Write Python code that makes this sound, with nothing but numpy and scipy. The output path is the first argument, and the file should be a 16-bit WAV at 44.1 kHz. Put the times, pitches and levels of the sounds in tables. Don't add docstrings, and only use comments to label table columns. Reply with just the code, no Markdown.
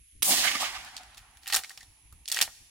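import sys
import numpy as np
from scipy import signal
from scipy.fft import rfft, irfft, next_fast_len
from scipy.io import wavfile
from scipy.ndimage import map_coordinates

SR = 44100
rng = np.random.default_rng(int(sys.argv[2]) if len(sys.argv) > 2 else 0)


def to_wav(s):
    ch = np.atleast_2d(s).T
    pcm = np.round(np.clip(ch, -1, 1) * 32767)
    wavfile.write(sys.argv[1], SR, pcm.astype(np.int16))


N = 119070
TIME_S = np.arange(N) / SR
LEFT_RIGHT = np.array([[1], [-1]])


def amp(db):
    return 10 ** (np.asarray(db) / 20)


def unit(x):
    return x / np.sqrt(np.mean(x ** 2) + 1e-20)


def along(points, hz):
    pitches, values = np.transpose(points)
    return np.interp(np.log(hz + 1), np.log(pitches + 1), values)


def tone(points):
    return lambda hz: amp(along(points, hz))


def filtered(x, response):
    size = next_fast_len(N + SR // 4)
    return irfft(rfft(x, size) * response(np.fft.rfftfreq(size, 1 / SR)), size)[..., :N]


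def panned(db):
    return unit(amp(LEFT_RIGHT * db / 2))


def aside(x, db, corner_hz=600):
    return filtered(x, lambda hz: amp(LEFT_RIGHT * db / 2 * hz ** 2 / (hz ** 2 + corner_hz ** 2)))


def noise(colour, alike):
    def response(hz):
        angle = np.arccos(np.clip(along(alike, hz), -1, 1)) / 2
        return colour(hz) * np.array([np.cos(angle), np.sin(angle)])
    mid, side = filtered(rng.standard_normal((2, N)), response)
    return unit(np.array([mid + side, mid - side]))


def split(x, edges, order=12):
    def band(low, high):
        return lambda hz: ((1 + (low / (hz + 1)) ** order) * (1 + (hz / high) ** order)) ** -.5
    return np.array([unit(filtered(x, band(low, high))) for low, high in zip(edges, edges[1:])])


def wobble(per_s):
    return map_coordinates(rng.standard_normal(8192), [TIME_S * per_s], mode='wrap')


def fading(x, fades, start_s):
    hz, t, spectrum = signal.stft(x, SR, nperseg=256)
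    gain = amp(-60 * np.maximum(t - start_s, 0) / along(fades, hz)[:, None])
    return signal.istft(spectrum * gain, SR, nperseg=256)[1][:, :N]


BURST_EDGES = [150, 1400, 3200, 7500, 16000]
def bursts(rows, source, attack_s, fade_s, ring_db, ring_fade_s):
    t = np.arange(SR // 3) / SR
    onset = (1 - np.exp(-t / attack_s)) ** 2
    shape = onset * (amp(-60 * t / fade_s) ** 2 + amp(ring_db - 60 * t / ring_fade_s) ** 2)
    power = np.zeros((len(BURST_EDGES) - 1, N + SR))
    for start_s, *levels_db in rows:
        first = round(start_s * SR)
        power[:, first:first + len(t)] += amp(levels_db)[:, None] ** 2 * shape
    return (np.sqrt(power[:, None, :N]) * split(source, BURST_EDGES)).sum(0)


# time_s, level_db
GUSTS = [(0.0, -58.5), (0.09, -73), (0.16, -54.5), (0.27, -65), (0.29, -59.5), (0.96, -65.5), (1.22, -61),
         (1.28, -68), (1.58, -66), (1.72, -83), (1.81, -65), (1.905, -58.5), (1.96, -72.5), (2.18, -51.5),
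         (2.3, -76), (2.43, -61), (2.59, -68), (2.618, -52), (2.7, -77)]
# pitch_hz, level_db
RUMBLE_TONE = [(20, -8), (50, 8), (80, 2.5), (130, -5.5), (200, -24), (300, -19), (500, -61), (1100, -100)]
FLAP_TONE = [(60, -12), (150, -4), (300, -5.5), (500, -19), (1000, -52)]
def wind():
    gust_db = np.interp(TIME_S, *np.transpose(GUSTS)) + 3.4 * wobble(35.1)
    rumble = amp(gust_db) * noise(tone(RUMBLE_TONE), [(50, 1), (300, .53)])
    flap_db = -87 + 1.45 * (gust_db - gust_db.mean())
    return rumble + amp(flap_db) * noise(tone(FLAP_TONE), [(100, .62), (600, .97)])


# pitch_hz, level_db
HISS_TONE = [(400, -27), (1300, -16), (2500, 0), (4500, -5.5), (6500, -1.5), (10500, -14.5), (12000, -22),
             (15500, -48)]
def hiss(level_db=-67.5):
    air = noise(tone(HISS_TONE), [(300, .207), (2500, .05), (10000, .067)])
    lean = [(600, -5), (2300, -16.5), (5000, -1), (10500, -18.5)]  # pitch_hz, left_minus_right_db
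    return amp(level_db) * unit(filtered(air, lambda hz: amp(along(lean, hz) * LEFT_RIGHT / 2)))


# time_s, level_db
INSECT_LEVELS = [(.2, -60.5), (.9, -65.5), (1.35, -65), (1.9, -63)]
# pitch_hz, level_db
INSECT_TONE = [(9300, -19), (10200, -12), (10700, -1), (11200, -11.5), (11900, -48)]
def insects():
    level_db = np.interp(TIME_S, *np.transpose(INSECT_LEVELS))
    buzz = noise(lambda hz: tone(INSECT_TONE)(hz) * (abs(hz - 10600) < 1400), [(10000, .07)])
    return amp(level_db + .5 * wobble(11)) * buzz * panned(-.68)


# pitch_hz, level_db
ROLL_TONE = [(120, -5), (300, 0.5), (550, -8), (900, 5.5), (1500, -9), (3000, -4.5), (8000, -18)]
def far_roll(level_db=-64, fade_s=11, rise_s=.5):
    age_s = TIME_S - GAS_SPITS[0][0]
    loudness = amp(level_db - 60 * age_s / fade_s) * np.clip(age_s / rise_s, 0, 1)
    return loudness * noise(tone(ROLL_TONE), [(300, .86), (1500, .64)])


# pitch_hz, level_db
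WOOD_TONE = [(88, -42), (150, -11.5), (245, -10), (434, -30), (752, 1.5), (972, -4), (1650, -1.5),
             (2810, -5), (4600, -9.5), (5070, -10.5), (12300, -23), (15600, -56), (16500, -80)]
# pitch_hz, fade_s
WOOD_FADES = [(300, 1.6), (1000, 1.87), (3000, 1.68), (8000, 1.5), (14000, 0.49)]
def far_wood(peak_s=.84, rise_s=.18, level_db=-47):
    wash = noise(tone(WOOD_TONE), [(200, .93), (900, .6), (3000, .044)])
    swell = np.clip(1 + (TIME_S - peak_s) / rise_s, 0, 1)
    loudness = swell * amp(level_db + 1.1 * wobble(44.75))
    return fading(wash, WOOD_FADES, peak_s) * loudness * panned(-1.3)


# peak_s, rise_s, fade_s, bass_db, low_mid_db, mid_db, high_db, top_db, lean_left_db
FIELD_ECHOES = [(.258, 0.028, 0.83, -58, -55, -45, -34, -26, 0.5),
                (0.296, 0.031, 0.21, -37, -38, -54, -31.5, -24.5, -1),
                (0.325, 0.028, 0.31, -39, -53, -33.5, -24, -26.5, -8),
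                (0.388, 0.042, 1, -45, -49.5, -35, -26.5, -36.5, -6.5),
                (0.453, 0.032, 0.18, -65, -44, -25.5, -42, -34.5, -9),
                (0.482, 0.019, 0.14, -43.5, -45, -24.5, -31.5, -48, -6),
                (0.546, 0.044, 0.39, -52.5, -75, -36, -40.5, -59, -4),
                (0.556, 0.0059, 0.056, -42, -42, -35, -33, -48, -6),
                (0.61, 0.013, 0.33, -52.5, -46, -39.5, -32, -37.5, -6),
                (0.66, 0.064, 0.24, -55, -40.5, -34, -39, -70, -2),
                (0.763, 0.048, 0.2, -78, -48, -40.5, -45, -56, -2.5)]
ECHO_EDGES = [130, 550, 1400, 3200, 6500, 16000]
# pitch_hz, level_db
ECHO_TONE = [(59, -75), (100, -14), (193, -12.5), (277, -5.5), (315, -12.5), (373, -7.5), (415, -25),
             (752, 9), (991, 5), (1170, 5.5), (1360, -3), (2130, 3), (2420, -0.5), (2630, -1.5),
             (3780, -4.5), (5300, -4.5), (5770, -6.5), (10500, -1.5), (11600, -5), (15000, -5.5),
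             (16000, -5)]
# pitch_hz, likeness
ECHO_LIKENESS = [(350, 1), (800, 0.81), (2000, 0.64), (10000, 0.039)]
def field_echoes(left_delay_s=.0001):
    bands = split(noise(tone(ECHO_TONE), ECHO_LIKENESS), ECHO_EDGES)
    lean_scales = [.05, 2.3, 2.15, .16, 2.7]
    power = 0
    for peak_s, rise_s, fade_s, *levels_db, lean_db in FIELD_ECHOES:
        age_s = TIME_S - peak_s
        swell = np.exp(-2 * (age_s / rise_s) ** 2)
        shape = np.where(age_s < 0, swell, amp(-60 * np.maximum(age_s, 0) / fade_s))
        gains = np.array([amp(db) * panned(lean_db * k) for db, k in zip(levels_db, lean_scales)])
        power += (gains * shape) ** 2
    flicker = amp(-.63 * wobble(900) + .2 * wobble(89))
    echo = (np.sqrt(power) * bands).sum(0) * flicker * (TIME_S > GAS_SPITS[0][0])
    return filtered(echo, lambda hz: np.exp(-1j * np.pi * hz * left_delay_s * LEFT_RIGHT))


def uneven_ground(x):
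    hz, _, spectrum = signal.stft(x, SR, nperseg=512)
    blur = np.outer(np.hanning(9), np.hanning(9))
    patches = unit(signal.fftconvolve(rng.standard_normal(spectrum.shape[1:]), blur, 'same'))
    depth_db = along([(2500, 1.5), (8000, .45)], hz)[:, None]
    return signal.istft(spectrum * amp(depth_db * patches), SR, nperseg=512)[1][:, :N]


# peak_s, pitch_hz, level_db, half_length_s, left_minus_right_db
TREE_KNOCKS = [(0.32, 2100, -43, 0.0075, 15), (0.453, 720, -33.5, 0.0046, 2), (0.474, 1560, -32, 0.0045, 0),
               (0.556, 1190, -30, 0.0056, 1.5), (0.62, 1140, -29.5, 0.0053, -1),
               (0.63, 850, -25.5, 0.002, -0.5), (0.636, 1260, -29.5, 0.004, -5),
               (.771, 1190, -42.5, 0.0076, 3), (.881, 1750, -49, 0.0053, 1),
               (1.01, 740, -49.5, 0.0077, -0.5)]
def tree_knocks():
    out = 0
    for peak_s, hz, db, half_s, lean_db in TREE_KNOCKS:
        swell = np.exp(-((TIME_S - peak_s) / half_s) ** 2 / 2)
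        note = np.sin(2 * np.pi * hz * TIME_S + .66 * wobble(330))
        out += amp(db) * panned(lean_db) * swell * note
    return out


# start_s, low_db, mid_db, high_db, top_db
SLAP_ECHO = [(.514, -45, -26, -33, -50)]
# pitch_hz, level_db
SLAP_TONE = [(60, -40), (200, -8), (500, -16), (1100, 0), (2200, 5), (4000, -6), (15000, -20)]
def slap_echo(crack_s=.5146, crack_width_s=.0001):
    air = noise(tone(SLAP_TONE), [(400, .47), (2000, .51), (8000, .223)])
    bang = bursts(SLAP_ECHO, air, attack_s=.0003, fade_s=.024, ring_db=-9, ring_fade_s=.045)
    age = np.maximum(np.arange(N) - round(crack_s * SR), 0) / SR / crack_width_s
    crack = amp(-10) * (1 - age) * np.exp(-age) * (age > 0)
    return aside(bang + crack, db=-3)


# pitch_hz, fade_s
RANGE_FADES = [(200, 1), (900, 1.0), (3000, 1), (6000, 0.83), (14000, 0.68)]
def pump_echo(pump, level_db=-23, rise_s=.052):
    colour = tone([(200, 9.5), (900, -1.5), (3000, -3), (6000, 5.5), (14000, 2)])
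    tail = fading(noise(colour, [(200, 1), (2000, .069)]), RANGE_FADES, 0)[:, :SR]
    tail *= 1 - np.exp(-TIME_S[:SR] / rise_s)
    tail /= np.linalg.norm(tail[0])
    return amp(level_db) * signal.fftconvolve(pump.mean(0)[None], tail, axes=1)[:, :N]


# start_s, pitch_hz, level_db, fade_s
LOOSE_PARTS = [(0.966, 4600, -36, .04), (1.6429, 2170, -32.5, 0.027), (1.7053, 1860, -38, 0.038),
               (1.7752, 5440, -40, 0.028), (1.809, 1930, -45.5, 0.07), (2.1243, 1260, -54.5, 0.059),
               (2.316, 4760, -23.5, 0.034), (2.3698, 1885, -19.5, 0.025)]
def tinks(attack_s=.00026, roughness=.95):
    out = 0
    for start_s, hz, db, fade_s in LOOSE_PARTS:
        age_s = np.maximum(TIME_S - start_s, 0)
        loudness = amp(db - 60 * age_s / fade_s) * (1 - np.exp(-age_s / attack_s))
        out += loudness * np.sin(2 * np.pi * hz * age_s + roughness * wobble(520))
    return out * panned(-1.5)


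# pitch_hz, base_width_hz, strength_db
STEEL_PEAKS = [(1852, 29, 13), (4273, 350, 1.5), (4580, 90, 1.5), (5480, 60, 6), (7120, 89, -12),
               (9640, 24, 8), (10700, 160, -15), (13200, 140, -9), (14100, 400, -9), (15100, 93, -15)]
# pitch_hz, likeness
STEEL_LIKENESS = [(300, 1), (1500, 0.95), (4000, 0.52), (12000, 0.31)]
def steel(bed, widen=1.8):
    def colour(hz):
        peaks = sum(amp(db - 5.5) / (1 + (2 * (hz - pitch) / (widen * width)) ** 2)
                    for pitch, width, db in STEEL_PEAKS)
        return amp(along(bed, hz)) + peaks
    return noise(colour, STEEL_LIKENESS)


# start_s, low_db, mid_db, high_db, top_db
PUMP_CLACKS = [(0.8466, -75, -80, -46, -48.5), (0.966, -68, -66, -35, -48), (0.977, -58, -50, -41, -54),
               (1.0328, -56.5, -75, -49, -56), (1.146, -79, -56, -56, -60), (1.1725, -73, -56, -47, -54),
               (1.178, -53.5, -46.5, -44, -46), (1.3707, -81, -58.5, -56.5, -54),
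               (1.4325, -66, -59, -49, -67), (1.4585, -72, -41.5, -49.5, -55), (1.469, -46, -39, -47, -44),
               (1.476, -63, -40, -36, -31), (1.485, -75, -49, -37.5, -45), (1.5, -40, -37, -36.5, -46),
               (1.504, -66, -39.5, -40, -53), (1.5245, -51, -36, -25, -32), (1.527, -38, -26.5, -30, -30),
               (1.534, -33.5, -40, -26, -27), (1.5434, -27, -40, -18.5, -24.5),
               (1.5492, -35.5, -32, -22, -25), (1.561, -28.5, -42, -22, -20), (1.567, -35, -28, -30, -25),
               (1.59, -56, -43, -42, -46), (1.593, -38, -55, -56, -54), (1.6356, -54, -45, -38.5, -49),
               (1.6449, -53, -45.5, -42, -49), (1.6945, -55, -55, -40, -43.5), (1.7056, -53, -53, -60, -58),
               (1.713, -56, -53, -48.5, -48), (1.775, -53.5, -46, -45.5, -47),
               (1.807, -71, -58, -45.5, -56), (1.829, -56, -57, -48, -56), (2.1251, -70, -65, -58.5, -48),
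               (2.256, -89, -55.5, -40, -55), (2.2778, -64, -53, -29, -41), (2.2839, -55, -55, -30, -32),
               (2.299, -44.5, -41.5, -34.5, -39), (2.3165, -45, -49, -23.5, -26.5),
               (2.3228, -40, -39, -25, -24.5), (2.33, -60, -38, -42, -35), (2.344, -48, -43, -25.5, -33),
               (2.3448, -48, -48, -26, -36), (2.364, -38, -34, -30, -36), (2.371, -39.5, -31.5, -30.5, -39),
               (2.379, -49, -38, -33, -42), (2.3884, -37, -26.5, -26, -35), (2.4039, -41, -28, -40, -53),
               (2.4125, -33.5, -21, -17, -20), (2.416, -30.5, -27, -15.5, -20),
               (2.4239, -29, -32, -17.5, -20), (2.4772, -39, -45, -60, -55)]
# start_s, end_s, level_db
PUMP_SLIDES = [(1.412, 1.467, -58), (1.476, 1.595, -44), (2.327, 2.44, -40)]
# pitch_hz, level_db
OPENING_TONE = [(100, -38), (250, -28), (480, -19.5), (640, -15.5), (780, 5), (980, -14), (1200, -2.5),
                (1500, -2.5), (2600, 2), (4200, -1), (10000, -2.5), (16000, -7)]
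CLOSING_TONE = [(100, -47), (250, -16), (450, -19), (660, -2), (800, 1.5), (980, -9.5), (1300, -3.5),
                (1550, -1.5), (2600, 3), (4200, -3), (10000, -0.5), (16000, -6)]
def pump_action(turn_s=2):
    sliding = sum(amp(db) * np.clip(np.minimum(TIME_S - start_s, end_s - TIME_S) / .016, 0, 1)
                  for start_s, end_s, db in PUMP_SLIDES)
    sliding *= amp(2 * wobble(560))
    back = bursts([row for row in PUMP_CLACKS if row[0] < turn_s], steel(OPENING_TONE),
                  attack_s=.00047, fade_s=.019, ring_db=-13.5, ring_fade_s=.13)
    forward = bursts([row for row in PUMP_CLACKS if row[0] >= turn_s], steel(CLOSING_TONE),
                     attack_s=.0006, fade_s=.016, ring_db=-17, ring_fade_s=.12)
    scrape = sliding * np.where(TIME_S < turn_s, steel(OPENING_TONE), steel(CLOSING_TONE))
    rattle = amp(2.2 * wobble(1500))
    return (amp(3) * back * rattle + scrape) * panned(-1.4) + amp(3.5) * forward * rattle * panned(-1.3)


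# start_s, low_db, mid_db, high_db, top_db
GAS_SPITS = [(0.2221, -36, -27.5, -28, -23.5), (0.227, -37, -38, -19, -20.5),
             (0.2302, -57, -48, -31.5, -16.5)]
def muzzle():
    colour = tone([(100, 20), (500, 13.5), (2500, 10.5), (7000, .5), (10500, 5.5), (15000, -3.5)])
    gas = noise(colour, [(400, .88), (2000, .88), (8000, .28)])
    spits = bursts(GAS_SPITS, gas, attack_s=.00086, fade_s=.016, ring_db=-18, ring_fade_s=.17)
    return amp(4) * aside(spits, db=-6)


def scene():
    pump = pump_action() + tinks()
    echoes = slap_echo() + tree_knocks() + uneven_ground(field_echoes() + far_wood() + far_roll())
    return muzzle() + echoes + pump + pump_echo(pump) + wind() + hiss() + insects()


def record(dry, top_hz=15950, edge_hz=90):
    return filtered(dry, lambda hz: .5 - .5 * np.tanh((hz - top_hz) / edge_hz))


dry = scene()
out = record(dry)
to_wav(out)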